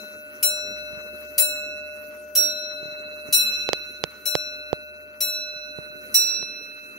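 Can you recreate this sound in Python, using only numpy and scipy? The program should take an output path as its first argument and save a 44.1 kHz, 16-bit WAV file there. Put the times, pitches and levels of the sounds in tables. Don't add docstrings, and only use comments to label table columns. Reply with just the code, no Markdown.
import sys
import numpy as np
from scipy import signal
from scipy.fft import rfft, irfft, next_fast_len
from scipy.io import wavfile
from scipy.ndimage import uniform_filter1d, map_coordinates

SR = 44100
rng = np.random.default_rng(int(sys.argv[2]) if len(sys.argv) > 2 else 0)


def voltage_ratio(level):
    return 10 ** (np.asarray(level, float) / 20)


def generate_wav(sig):
    pcm = np.round(np.clip(np.atleast_2d(sig).T, -1, 1) * 32767).astype(np.int16)
    wavfile.write(sys.argv[1], SR, pcm)


N = 307814

# (time [s], shimmer level [dB], upper shimmer relative level [dB],
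# top shimmer relative level [dB], left over right [dB])
HAMMER_BLOWS = [
    (0.4268, -14.5, -3.5, -2.5, 0),
    (1.3792, -11.5, -8.5, -3, 3.5),
    (2.3507, -15.5, -3.5, -2, 0),
    (3.325, -15.5, -4.5, -0.5, 1.5),
    (4.2538, -25, -3, -3, 6.5),
    (5.2043, -22, -5, -1.5, 5),
    (6.1417, -14.5, -7, -3, 5.5),
]
# (frequency [Hz], twin frequency [Hz], t60 [s], lead of the left microphone [cycles])
TWIN_MODES = [
    (1468.8, 1479.4, 6.2, -.33),
    (2627.3, 2626.7, 4, .45),
    (4014.5, 4029, 1.7, .1),
    (5633.9, 5638, .8, .2),
    (7450.4, 7466.6, .5, .1),
]
# (left level [dB], right level [dB], twin relative level [dB], left, right start of beat [cycles])
TIERCE_STRENGTHS = [(-37.5, -46.5, -12.5, 0.28, 0.26), (-33.5, -35.5, -14, 0.071, 0.088),
                    (-34.5, -46, -9, 0.39, 0.34), (-32, -37, -14.5, -0.53, -0.05),
                    (-36, -36, -15.5, -0.59, 0.027), (-34.5, -36, -20, -0.49, -0.015),
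                    (-39, -37, -12, 0.42, 0.011), (-38.5, -42, -14, 0.43, -0.00086)]
# (left level [dB], right level [dB], twin relative level [dB], left, right start of beat [cycles])
NOMINAL_STRENGTHS = [(-47, -49, 9, -0.475, 0.414), (-26.5, -34.5, -18, -0.39, -0.21),
                     (-33.5, -31, 0, -0.073, 0.11), (-35.5, -28.5, -0.5, 0.4, -0.36),
                     (-41, -28.5, 3.5, 0.15, -0.00022), (-45.5, -43.5, 10, 0.42, 0.19),
                     (-33, -33.5, -2.5, -0.22, 0.39), (-38.5, -39.5, 8.5, -0.19, 0.43)]
# (left level [dB], right level [dB], twin relative level [dB], left, right start of beat [cycles])
TWELFTH_STRENGTHS = [(-54.5, -66.5, 17, 0.016, 0.36), (-26, -23, -20, 0.41, -0.39),
                     (-28.5, -26.5, -0.5, 0.18, -0.07), (-38.5, -46, 16, -0.34, -0.06),
                     (-15.5, -19, -3, -0.31, -0.05), (-30.5, -33.5, 9, -0.23, -0.24),
                     (-27.5, -24.5, -7.5, -0.35, -0.23), (-24.5, -27, 5, -0.12, -0.3)]
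# (left level [dB], right level [dB], twin relative level [dB], left, right start of beat [cycles])
OCTAVE_STRENGTHS = [(-76, -67, 14, 0.43, 0.017), (-20.5, -30, -2, 0.089, -0.23),
                    (-46, -42.5, 11.5, -0.27, -0.38), (-24.5, -10.5, -5.5, -0.41, -0.33),
                    (-29.5, -22, 0, -0.32, -0.08), (-17.5, -29.5, -10, 0.093, 0.25),
                    (-18.5, -20, -5, 0.24, 0.22), (-20.5, -6, -10.5, 0.25, 0.056)]
# (left level [dB], right level [dB], twin relative level [dB], left, right start of beat [cycles])
TOP_STRENGTHS = [(-74, -78, -5, -0.31, 0.29), (-21, -27, -3, -0.047, -0.46),
                 (-26.5, -25, 7.5, 0.087, -0.53), (-36, -31.5, 7, 0.094, 0.48),
                 (-19, -24.5, -2.5, 0.48, 0.25), (-42.5, -67, 16, 0.14, -0.19), (-27, -42, 0, 0.53, 0.046),
                 (-24, -23.5, -2.5, -0.12, -0.39)]
# (left level [dB], right level [dB])
HUM_NOTE_STRENGTHS = [(-41, -41.5), (-35, -34.5), (-34, -34.5), (-33.5, -34.5), (-45, -47.5), (-39, -41),
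                      (-38, -41.5), (-45, -52)]
# (left [dB/s], right [dB/s], twin relative [dB/s], left lead [cycles/s])
TIERCE_NODE_DRIFT = [(-1, 18, -16, -0.057), (-3, 0, 4, -0.00032), (1, -8, -33, 0.97), (-2.5, 2, 0, -0.028),
                     (-2.5, 0, 6, 0.078), (-2, -1.5, 1, -0.045), (3, 6.5, 3.5, -0.16), (1, 6, -0.5, -0.175)]
# (left [dB/s], right [dB/s], twin relative [dB/s], left lead [cycles/s])
TWELFTH_NODE_DRIFT = [(-36, 21, -14, 0.23), (1, -12, 23, 0.38), (-8.5, -20, -7, 0.029),
                      (25.5, 26.5, -17.5, 0.16), (-12, -10, 10.5, 0.27), (-6.5, -2, -10, 0.14),
                      (7.5, 5.5, 1, 0.17), (-23.5, -3, 6, -0.17)]
# (left [dB/s], right [dB/s], twin relative [dB/s], left lead [cycles/s])
OCTAVE_NODE_DRIFT = [(5, -25, 19, 0.43), (-5, 28, -14, -1), (19, 27, -7, -0.3), (7, -6, -2, -0.033),
                     (21, 12, -14, -0.096), (-20, -4, 8.5, -0.01), (-20, 11.5, -7, 0.95),
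                     (-7, -3.5, 5, 0.26)]


def ringing():
    rows_count = len(HAMMER_BLOWS) + 1
    chance = spin(rng.random((6, rows_count, 1)))
    still = np.zeros((rows_count, 4))
    hum = voltage_ratio(np.array(HUM_NOTE_STRENGTHS)) * spin([.09, 0]) * chance[0]
    out = struck(604.6, 12, hum, still[:, :2], still[:, :2])
    blows = [TIERCE_STRENGTHS, NOMINAL_STRENGTHS, TWELFTH_STRENGTHS, OCTAVE_STRENGTHS, TOP_STRENGTHS]
    drifts = [TIERCE_NODE_DRIFT, still, TWELFTH_NODE_DRIFT, OCTAVE_NODE_DRIFT, still]
    for (hz, twin_hz, t60, lead), rows, drift, turn in zip(TWIN_MODES, blows, drifts, chance[1:]):
        rows, drift = np.array(rows), np.array(drift)
        main = voltage_ratio(rows[:, :2]) * spin([lead, 0]) * turn
        twin = main * voltage_ratio(rows[:, 2:3]) * spin(rows[:, 3:])
        slip_hz = drift[:, 3:] * [1, 0]
        drift_db = drift[:, :2]
        out = out + struck(hz, t60, main, drift_db, slip_hz)
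        out = out + struck(twin_hz, t60, twin, drift_db + drift[:, 2:3], slip_hz)
    return out


def struck(hz, t60, strengths, drifts_db, slips_hz):
    out = np.zeros((2, N))
    starts = [0] + [round(blow[0] * SR) for blow in HAMMER_BLOWS] + [N]
    rise = 0.01 + .0004 * hz / 1000
    ragged, ragged_s, ragged_hz = 0.56, 0.059, 40.7
    for start, end, strength, drift_db, slip_hz in zip(starts, starts[1:], strengths, drifts_db, slips_hz):
        t = np.arange(min(end + SR // 20, N) - start) / SR
        flutter, turn = rng.uniform(-1.01, 1, (2, 2, 1))
        echoes = np.sin(2 * np.pi * (ragged_hz * flutter * t + turn))
        uneven = 1 + ragged * np.exp(-t / ragged_s) * echoes
        swell = (1 - np.exp(-t / rise)) * uneven if start else 1
        handover = np.exp(-np.maximum(t - (end - start) / SR, 0) / rise)
        fade = voltage_ratio((drift_db[:, None] - 60 / t60) * t) * swell * handover
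        size, phase = abs(strength[:, None]), np.angle(strength[:, None])
        wave = np.sin(2 * np.pi * (hz + slip_hz[:, None]) * t + phase)
        out[:, start:start + len(t)] += fade * size * wave
    return out


def spin(cycles):
    return np.exp(2j * np.pi * np.asarray(cycles))


# (level [dB], t60 [s])
SHIMMER_DECAYS = [(-20, 0.23), (-15.5, 0.2), (-36.5, 0.4), (3, 0.039), (-6, 0.24), (-13.5, 0.29),
                  (-14.5, 0.33), (-5, 0.12), (-11, .16), (-4.5, .22), (-15.5, .18), (-3.5, 0.37),
                  (-20.5, 0.27), (-5, 0.17), (-11.5, .16), (-9.5, 0.31), (-1.5, 0.19), (-18.5, 0.14),
                  (-11, 0.24), (-7, 0.24)]
SHIMMER_FREQUENCIES = [6998, 8317, 8436, 9508, 9632, 9694, 9921, 10650, 10840, 11249, 11380, 11731, 12590,
                       12798, 13238, 13990, 14142, 14200, 15360, 15627]
# (frequency [Hz], level [dB])
CLANK_SPECTRUM = [(300, -45), (1300, -16), (2200, -8), (3500, 0), (6000, 12.5), (8800, -1.5), (11000, 12),
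                  (15500, 12.5), (17000, -28)]


def hammer():
    out = np.zeros((2, N + SR))
    t = np.arange(int(.55 * SR)) / SR
    hz = np.array(SHIMMER_FREQUENCIES)[:, None]
    level, t60 = np.transpose(SHIMMER_DECAYS)[:, :, None]
    lean_db = 2.15 * (hz > 11000) * np.array([1, -1])[:, None, None]
    for s, db, upper_db, top_db, pan_db in HAMMER_BLOWS:
        clack_db = -24.5 - 0.27 * db
        group_db = np.where(hz < 10300, 0, np.where(hz < 13100, upper_db, top_db))
        chance = rng.standard_normal((2, 2, len(hz), 1))
        decay = voltage_ratio(level + group_db + lean_db + 0.75 * chance[0] - 60 * t / t60)
        partials = decay * np.sin(2 * np.pi * (hz * t + chance[1]))
        flare = partials.sum(1) * (1 - np.exp(-t / 0.0053))
        clank = coloured(rng.standard_normal(len(t)),
                         lambda f: voltage_ratio(along(CLANK_SPECTRUM, f) + (clack_db + 31.0) * (f < 3000)))
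        flare = flare + voltage_ratio(-2.5 - 60 * t / 0.036) * (1 - np.exp(-t / 0.0064)) * clank
        wet = signal.fftconvolve(flare, room_tail(SR // 4), axes=1)[:, :len(t)]
        pan = voltage_ratio(db + np.array([[pan_db], [-pan_db]]) / 2)
        out[:, round(s * SR):][:, :len(t)] += pan * (voltage_ratio(-1.0) * flare + voltage_ratio(2.5) * wet)
    return out[:, :N]


# (frequency [Hz], t60 [s])
ROOM_DECAY = [(300, .3), (2000, 0.21), (6000, .17), (15000, 0.16)]


def room_tail(n):
    hz, t, z = signal.stft(rng.standard_normal((2, n)), SR, nperseg=256)
    decay = voltage_ratio(-60 * t / along(ROOM_DECAY, hz)[:, None])
    tail = signal.istft(z * decay, SR, nperseg=256)[1][:, :n]
    return tail / np.linalg.norm(tail[0])


# (time [s], thud level [dB], boom relative level [dB], snap level [dB])
PORT_KNOCKS = [(0.9308, -31, 6, -60), (.974, -29, 3.5, -60), (2.8293, -22, -4, -58), (2.856, -24, -2, -36),
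               (2.883, -32, 3, -62), (2.9241, -29, -3, -66), (3.287, -21, -3, -52), (3.317, -32, -2, -77),
               (3.69, -0.5, -22, -1), (3.7324, 0, -21.5, 6.5), (4.0393, -2.5, -11, 3.5),
               (4.3532, 3.5, -15.5, 4), (4.7301, 5, -19.5, -7), (5.28, -35, -4, -72), (5.56, -44, 9, -82),
               (5.7867, -14.5, -3, -29), (5.902, -39, 5, -79), (5.958, -34, 0, -74), (6.428, -22, -1, -18)]


def finger():
    out = np.zeros(N + SR)
    t = np.arange(SR // 20) / SR
    for s, db, boom_db, snap_db in PORT_KNOCKS:
        hz = 472 + 6 * db
        snap_hz = max(2620 + 67 * snap_db, 1390)
        start = int((s - .002) * SR)
        u = t - (s - start / SR)
        after = np.maximum(u, 0)
        thud = np.sin(2 * np.pi * hz * after) * np.exp(-(1.1 * hz * after) ** 1.6)
        thud = thud * 1.15 * (1 - np.exp(-after / 0.00024))
        boom = np.sin(2 * np.pi * 165 * after) * np.exp(-after / 0.0049)
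        swing = snap_hz * u
        snap = 2.15 * np.sin(2 * np.pi * 0.18 * swing - .3) * np.exp(-(3.92 * swing) ** 2)
        rebound = 0.92 * np.sin(2 * np.pi * 4300 * after) * np.exp(-after / 0.000096)
        snap = snap + rebound
        grit = uniform_filter1d(rng.standard_normal(len(t)), size=4)
        rattle = voltage_ratio(-28.5) * grit * (u > 0) * np.exp(-after / 0.0042)
        knock = voltage_ratio(db - 6.5) * (thud + voltage_ratio(boom_db) * boom)
        out[start:][:len(t)] += knock + voltage_ratio(snap_db) * (snap + rattle)
    covered_port = signal.butter(2, [70, 7500], "band", fs=SR, output="sos")
    out = signal.sosfilt(covered_port, out)
    return out[:N] * voltage_ratio(np.array([[-30], [0]]))


# (time [s], level [dB])
PICKUP_LEVEL = [(0, 0), (.3, -1), (1.28, .5), (1.5, 3.5), (1.72, -2), (3.2, -1.5), (3.54, 3.5),
                (3.76, -1.5), (4.22, -1.5), (4.45, -5), (5.0, -6.5), (5.95, -3.5), (6.25, 2), (6.5, -2.5),
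                (6.98, -5)]
# (frequency [Hz], level [dB])
HISS_SPECTRUM = [(4500, -22), (5900, 1.5), (7000, -9), (8000, -14.5), (9000, -7.5), (10500, 0),
                 (12500, -5.5), (14200, 1), (15750, -6.5), (15900, -79.5)]
# (frequency [Hz], level [dB])
WHIRR_SPECTRUM = [(500, -21), (680, -30.5), (800, -9), (1050, -8), (1380, 2.5), (1620, -8.5), (1800, -5),
                  (2400, -7), (2850, -13), (3600, -20.5), (4300, -9.5), (5200, -22.5), (6500, -40.5)]
# (frequency [Hz], level [dB])
RUMBLE_SPECTRUM = [(20, -34), (40, -23), (100, -11.5), (170, -13.5), (200, -8.5), (400, -9.5), (560, -6),
                   (700, -14), (900, -51.5)]
# (frequency [Hz], width [Hz], level [dB])
STANDING_WAVES = [(218.3, 10.1, 10.5), (281.5, 9.8, 15), (368.5, 19, 8), (433, 49, -4), (503, 10, -6.5)]
# (time [s], level [dB])
FAR_HUM_LEVEL = [(0, -75), (.4, -66), (.75, -56.5), (1.75, -58.5), (2.9, -65.5), (3.67, -55), (4.28, -65),
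                 (4.67, -58.5), (5.35, -64.5), (6.3, -58.5), (6.55, -66), (6.98, -65)]


def background():
    pickup_db, = curves(PICKUP_LEVEL)
    flutter = wobble(3.1)

    def modes(f):
        return 1 + sum(voltage_ratio(db) * w ** 2 / (w ** 2 + 4 * (f - c) ** 2) for c, w, db in STANDING_WAVES)

    hiss = rush(lambda f: voltage_ratio(along(HISS_SPECTRUM, f)), 0.18, patchy_db=3.5)
    hiss = voltage_ratio(-53 + 1.32 * pickup_db + 1.2 * flutter) * hiss
    whirr = rush(lambda f: voltage_ratio(along(WHIRR_SPECTRUM, f)), 0.034, patchy_db=3.0)
    whirr = voltage_ratio(-54 + 0.85 * pickup_db + 0.14 * flutter) * whirr
    rumble = rush(lambda f: voltage_ratio(along(RUMBLE_SPECTRUM, f)) * modes(f), 0.82, patchy_db=1.67)
    rumble = voltage_ratio(-51.5 + 0.77 * pickup_db + 0.69 * wobble(5)) * rumble
    cycles = np.cumsum(71.3 + 0.9 * wobble(3.4)) / SR
    hum_db = curves(FAR_HUM_LEVEL)[0] + 0.93 * wobble(5.6) + np.array([[1.5], [-1.5]])
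    hum = voltage_ratio(hum_db) * np.sin(2 * np.pi * cycles)
    return hiss + whirr + rumble + hum


def rush(gain, alike, patchy_db):
    z = signal.stft(rng.standard_normal((2, N)), nperseg=512)[2]
    field = uniform_filter1d(rng.standard_normal(z.shape[1:]), size=40, axis=0)
    field = uniform_filter1d(field, size=6, axis=1)
    patchy = signal.istft(z * voltage_ratio(patchy_db * unit(field)), nperseg=512)[1][:, :N]
    a, b = coloured(patchy, gain)
    turn = np.arccos(np.clip(alike, -1, 1)) / 2
    mid, side = np.cos(turn) * a, np.sin(turn) * b
    return unit(np.array([mid + side, mid - side]))


def coloured(x, gain):
    m = next_fast_len(x.shape[-1] + 8192)
    return irfft(rfft(x, m) * gain(np.fft.rfftfreq(m, 1 / SR)), m)[..., :x.shape[-1]]


def along(points, hz):
    f, v = np.transpose(points)
    return np.interp(np.log(hz + 1), np.log(f + 1), v)


def curves(rows):
    s, *cols = np.transpose(rows)
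    return [np.interp(np.arange(N) / SR, s, c) for c in cols]


def unit(x):
    return x / np.sqrt(np.mean(x ** 2) + 1e-20)


def wobble(rate):
    knots = rng.standard_normal(int(N * rate / SR) + 4)
    return map_coordinates(knots, [np.arange(N) * rate / SR])


def scene():
    return ringing() + hammer() + finger() + background()


def masked(x, under_db, slope_db, quiet_db, cut_db):
    hz, _, z = signal.stft(x, SR, nperseg=2048)
    level = 20 * np.log10(abs(z) + 1e-9)
    fall = slope_db * np.log2(hz + 50)[:, None]
    shadow = np.maximum.accumulate(level + fall, axis=1) - fall - under_db
    threshold = np.where((hz > 2700) & (hz < 9000), quiet_db, -200)[:, None]
    shadow = np.maximum(shadow, threshold)
    hidden = (uniform_filter1d(level, size=9, axis=1) < shadow) & (level < shadow + 12)
    return signal.istft(z * voltage_ratio(cut_db * hidden), SR, nperseg=2048)[1][:, :N]


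def low_pass(x):
    return signal.sosfilt(signal.butter(12, 16830, fs=SR, output="sos"), x)


def record(dry):
    full = np.clip(dry, -.98, .98)
    mix = masked(full, under_db=37.5, slope_db=24.5, quiet_db=-97, cut_db=-30)
    return low_pass(mix)


dry = scene()
out = record(dry)
generate_wav(out)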